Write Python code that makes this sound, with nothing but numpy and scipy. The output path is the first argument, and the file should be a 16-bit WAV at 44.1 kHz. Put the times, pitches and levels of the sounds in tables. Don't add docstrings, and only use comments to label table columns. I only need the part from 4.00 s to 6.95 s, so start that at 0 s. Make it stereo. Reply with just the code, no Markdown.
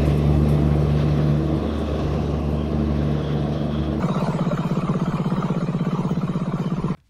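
import sys
import numpy as np
from scipy import signal
from scipy.fft import rfft, irfft
from scipy.io import wavfile
from scipy.ndimage import uniform_filter1d

SR = 44100
rng = np.random.default_rng(int(sys.argv[2]) if len(sys.argv) > 2 else 0)


def boost_factor(decibels):
    exponent = np.asarray(decibels, float) / 20
    return 10 ** exponent


def to_wav(s):
    ch = np.atleast_2d(s).T
    pcm = np.round(np.clip(ch, -1, 1) * 32767)
    wavfile.write(sys.argv[1], SR, pcm.astype(np.int16))


N = 130095

FIRING_HZ, FIRST_S = 16.439, .0405
SIDE = np.array([[1], [-1]])


def level(x, db):
    return x * boost_factor(db) / np.sqrt(np.mean(x ** 2))


def band(x, hz, width):
    return signal.lfilter(*signal.iirpeak(hz, hz / width, fs=SR), x)


def walk(rate):
    k = int(SR / rate)
    steps = np.repeat(rng.standard_normal(N // k + 1), k)
    return 1.6 * uniform_filter1d(uniform_filter1d(steps, k), k)[:N]


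def curve(table, col):
    points = np.array(table)
    return np.interp(np.arange(N) / SR, points[:, 0], points[:, col])


def strike(times, sizes, shape):
    hits = np.zeros(N + 2 * SR, complex)
    np.add.at(hits, ((np.asarray(times) + 1) * SR).astype(int), sizes)
    return signal.fftconvolve(hits, shape)[SR:SR + N]


def firing_times():
    early_s, settle_s = .003, 0.43
    times = FIRST_S + np.arange(-1, 48) / FIRING_HZ
    return times - early_s * np.exp(-times / settle_s)


# t/s, f/Hz, exhaust level/dB
EXHAUST_PARTIAL = [(0.0, 182.8, -19.5), (0.09, 178.8, -24.5), (0.44, 183, -23), (0.56, 177.7, -23),
                   (0.65, 181.9, -23), (0.76, 183.9, -23.5), (1.45, 186.4, -23), (1.6, 178.9, -24),
                   (1.72, 183.5, -22.5), (2.74, 184.1, -24.5), (2.88, 182.2, -24.5), (2.95, 188, -19.5)]
# centre t/s, f/Hz, half length/s, level/dB
PIPE_RINGS = [
    (.032, 142, .011, -9),
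    (.031, 190, .006, -17),
    (.053, 193, .008, -13),
    (.0035, 425, .0032, -12),
    (.011, 355, .005, -20),
    (.0215, 385, .003, -12),
]


def exhaust(times):
    from_hz, to_hz, fall_at_s, fall_s = 212, 150, .0135, .0022
    lead_s, attack_s, hold_s, release_s, sag_db = .004, .012, .027, .0035, -3.5
    t = np.arange(SR // 10) / SR
    fallen = 1 / (1 + np.exp(-(t - fall_at_s) / fall_s))
    hz = from_hz + (to_hz - from_hz) * fallen
    attack = np.sin(np.clip(t / attack_s, 0, 1) * np.pi / 2) ** 2
    release = np.exp(-np.maximum(t - hold_s, 0) / release_s)
    body = attack * boost_factor(sag_db * fallen) * release
    thump = body * np.exp(2j * np.pi * np.cumsum(hz) / SR)

    slip = 2 * np.pi * np.cumsum(curve(EXHAUST_PARTIAL, 1) - 11 * FIRING_HZ) / SR
    chance = rng.standard_normal((len(times), 2, len(PIPE_RINGS) + 2))
    at = np.clip(times * SR, 0, N - 1).astype(int)
    unsteady = .3 + 1.2 * np.exp(-times / .35)
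    phase = slip[at] + unsteady * chance[:, 1, -1]
    size = boost_factor(curve(EXHAUST_PARTIAL, 2)[at] + 10.5 + 0.81 * chance[:, 0, -1]) * np.exp(1j * phase)
    out = strike(times - lead_s, size, thump)
    for k, (centre, hz, half, db) in enumerate(PIPE_RINGS):
        vary = boost_factor(db + 2.2 * chance[:, 0, k]) * np.exp(.3j * chance[:, 1, k])
        swell = np.exp(2j * np.pi * hz * t - ((t - .05) / half) ** 2)
        out += strike(times + centre - .05, size * vary, swell)
    high_pass = signal.butter(N=3, Wn=122, btype="high", fs=SR, output="sos")
    return signal.sosfiltfilt(high_pass, out.imag)


# t/s, clatter level/dB, soil level/dB, dull clatter extra level/dB
DRAWING_AWAY = [(0, 5.5, 3, 1), (.25, 1.5, 3, 3), (.6, 3, 2.5, -2), (1.2, 1.5, 1, -3.5),
                (2.0, -2.5, -1, -1), (2.95, -3, -1.5, -2.5)]
# delay t/s, centre f/Hz, width/Hz, decay/s, level/dB
BLOWS = [
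    (0.05646, 617, 140, 0.0039, -41.5),
    (0.0183, 646, 105, 0.003, -46.5),
    (0.0419, 546, 186, 0.0069, -40),
    (0.0448, 1150, 200, 0.004, -39),
    (0.0463, 1370, 150, 0.0048, -44.5),
    (0.0585, 1200, 240, 0.0067, -47),
    (.046, 3300, 2000, 0.0033, -61.5),
    (0.015, 1000, 430, 0.0043, -44),
    (0.0455, 1900, 1000, 0.0029, -50.5),
]


def clatter(times):
    t = np.arange(SR // 10) / SR
    out = 0
    for delay, hz, width, decay, db in BLOWS:
        chance = rng.standard_normal((len(times), 2))
        since = (np.arange(N) / SR - FIRST_S - delay) % (1 / FIRING_HZ)
        burst = t / decay * np.exp(-t / decay)
        gate = strike(times + delay + .0015 * chance[:, 0], boost_factor(1.0 * chance[:, 1]), burst).real
        wander = .25 * walk(40) + .6 - .3 * np.minimum(since / decay, 5)
        tone = np.sin(2 * np.pi * np.cumsum(hz + width * wander) / SR)
        dull = boost_factor(curve(DRAWING_AWAY, 3) * (hz < 800))
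        out = out + level(gate * tone, db) * dull
    return out * boost_factor(curve(DRAWING_AWAY, 1))


def soil_swells():
    shared = 1.0 * walk(3)
    centres = 100 * 2 ** np.arange(0, 7.3, 1 / 3)
    return [(hz, boost_factor(shared * min(hz / 4000, 2) + 2.4 * walk(11.83))) for hz in centres]


# f/Hz, density level/dB per Hz
SOIL_SPECTRUM = [(90, -1), (300, 2.5), (700, -12.5), (1400, -13.5), (1600, -13.5), (4500, -33.5),
                 (9000, -37), (15000, -47)]
# f/Hz, width/Hz, level/dB
HOOD_MODES = [(399.3, 39, -44.5), (1159.4, 27, -43), (1337, 83, -44), (980, 270, -38.5), (2410, 190, -53.5),
              (3070, 82, -55.5), (3820, 150, -54.5), (6756, 900, -59)]


def soil(swells):
    grit = rng.standard_normal(N) * boost_factor(0.95 * rng.exponential(size=N)) * (rng.random(N) < .25)
    points = np.array(SOIL_SPECTRUM)
    out = 0
    for hz, swell in swells:
        db = np.interp(np.log(hz), np.log(points[:, 0]), points[:, 1]) + 10 * np.log10(hz)
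        grains = np.roll(grit, int(hz * 7))
        grains = band(band(grains, hz, 0.38 * hz), hz, 0.38 * hz)
        out = out + swell * level(grains, db)
    out = level(out, -38)
    for hz, width, db in HOOD_MODES:
        mode = level(band(np.roll(grit, int(hz * 5)), hz, width), db)
        out = out + boost_factor(2.54 * walk(14)) * mode
    return out * boost_factor(curve(DRAWING_AWAY, 2))


def ring(hz, t60, rise):
    t = np.arange(SR // 5) / SR
    return (1 - np.exp(-t / rise)) * np.exp(2j * np.pi * hz * t - np.log(1000) * t / t60)


# t/s, peak level/dB, f/Hz
CLOD_HITS = [(0.084, -36, 573), (0.391, -19.5, 567), (0.513, -15.5, 594), (0.543, -36, 565),
             (0.572, -25, 1165), (1.059, -27, 1320), (1.121, -24, 1150), (1.303, -25.5, 1180),
             (1.545, -24, 497), (1.604, -24, 580), (1.726, -27, 980), (2.092, -32, 976), (2.515, -27, 652),
             (2.795, -24, 1025), (2.882, -22.5, 1047)]


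def clods():
    out = 0
    for s, db, hz in CLOD_HITS:
        knock = ring(hz, .04, 0.0009) + .5 * ring(1.6 * hz, 0.013, 0.00027)
        out = out + strike([s], boost_factor(db + 4), knock).imag
    return out


# t/s, f/Hz, length/s, level/dB
SQUEAKS = [(0.059, 15400, .04, -66), (0.213, 14300, .05, -66), (.55, 13600, .06, -66),
           (.68, 13400, .06, -63), (.73, 14600, .04, -65), (1.28, 14000, .04, -68), (1.85, 14500, .02, -66),
           (2.19, 14100, .02, -66), (2.62, 14900, .04, -69), (1.38, 15500, .09, -64),
           (2.106, 15500, .07, -60), (2.86, 15000, .04, -77)]


def spring_squeaks():
    t = np.arange(N) / SR
    out = 0
    for s, hz, length, db in SQUEAKS:
        tone = band(band(rng.standard_normal(N), hz, 250), hz, 250)
        out = out + level(tone, db - 1) * np.exp(-((t - s) / length * 2) ** 4)
    return out


def wind():
    gust = boost_factor(1.5 * walk(14))
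    low_pass = signal.butter(N=2, Wn=68, fs=SR)
    mid, side = (level(signal.lfilter(*low_pass, rng.standard_normal(N)), -41.5) * gust for _ in range(2))
    return mid + 0.9 * band(mid, 91, 43) + .3 * uniform_filter1d(side, size=250) * SIDE


# f/Hz, left lead/rad, unrelated share/0-1, left minus right level/dB
PORT_PAIR = [(169, 3, 0, 5), (623, -0.11, 0.43, -1.5), (1276, 2.06, 0.2, 4), (2060, 4.5, 0.68, 0),
             (3500, 4.5, 0.54, -1.5), (6300, 7.5, 1, 0.5), (7900, 5.5, 1, 3), (10300, -3, 0.57, 5)]


def scene():
    times = firing_times()
    pipe = exhaust(times)
    swells = soil_swells()
    direct = rfft(clatter(times) + soil(swells) + clods())
    scattered = rfft(np.array([soil(swells) + clatter(times) for _ in range(2)]))

    log_hz = np.log(np.arange(len(direct)) * SR / N + 1)
    ports = np.array(PORT_PAIR)
    lead, share, tilt_db = (np.interp(log_hz, np.log(ports[:, 0]), ports[:, k]) for k in (1, 2, 3))
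    share = np.clip(share, 0, 1)
    ears = np.sqrt(1 - share) * direct * np.exp(.5j * lead * SIDE) + np.sqrt(share) * scattered
    machine = irfft(ears * boost_factor(tilt_db * SIDE / 2), N)
    half_lag_s = 6e-5
    return machine + wind() + pipe + half_lag_s * SR * np.gradient(pipe) * SIDE


def patches(shape, bins, frames):
    field = uniform_filter1d(uniform_filter1d(rng.standard_normal(shape), bins, axis=0), frames, axis=1)
    return field / field.std()


# f/Hz, warble level/dB, share of time a band is missing/0-1 in the sum, in the difference
PATCHINESS = [(450, 0, 0, 0), (1100, 3, 0, 0), (4500, 5, .02, .03), (5700, 5, .2, .2), (6800, 5, .1, .12),
              (8100, 5, .68, .2), (9300, 5, .35, .55), (10800, 5, .55, .96), (12500, 5, .55, .7),
              (13600, 5, .9, .55), (16000, 5, .98, .4)]


def thin(dry):
    turn = np.array([[1, 1], [1, -0.995]]) / np.sqrt(2)
    fade_in = np.minimum(np.arange(N) / 200, 1)
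    hz, _, spec = signal.stft(turn @ (dry * fade_in), SR, nperseg=1024, noverlap=768)
    points = np.array(PATCHINESS)
    log_points = np.log(points[:, 0])
    warble_db, *missing = (np.interp(np.log(hz + 1), log_points, points[:, k])[:, None] for k in (1, 2, 3))
    missing = np.clip(missing, .001, .995)
    field = np.array([patches((len(hz), spec.shape[2]), bins=6, frames=16) for _ in range(2)])
    keep = 1 / (1 + np.exp(-12 * (1.7 * field - np.log(missing / (1 - missing)))))
    warble = warble_db * patches(spec.shape[1:], bins=3, frames=6) - warble_db ** 2 * np.log(10) / 20
    gain = boost_factor(warble) * keep
    gain[1, hz > 13100] *= boost_factor(9)
    return turn @ signal.istft(spec * gain, SR, nperseg=1024, noverlap=768)[1][:, :N]


def roll_off(x):
    return signal.sosfilt(signal.butter(12, 15850, fs=SR, output="sos"), x)


def record(dry):
    mix = thin(dry) + spring_squeaks()
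    return roll_off(mix)


dry = scene()
out = record(dry)
to_wav(out)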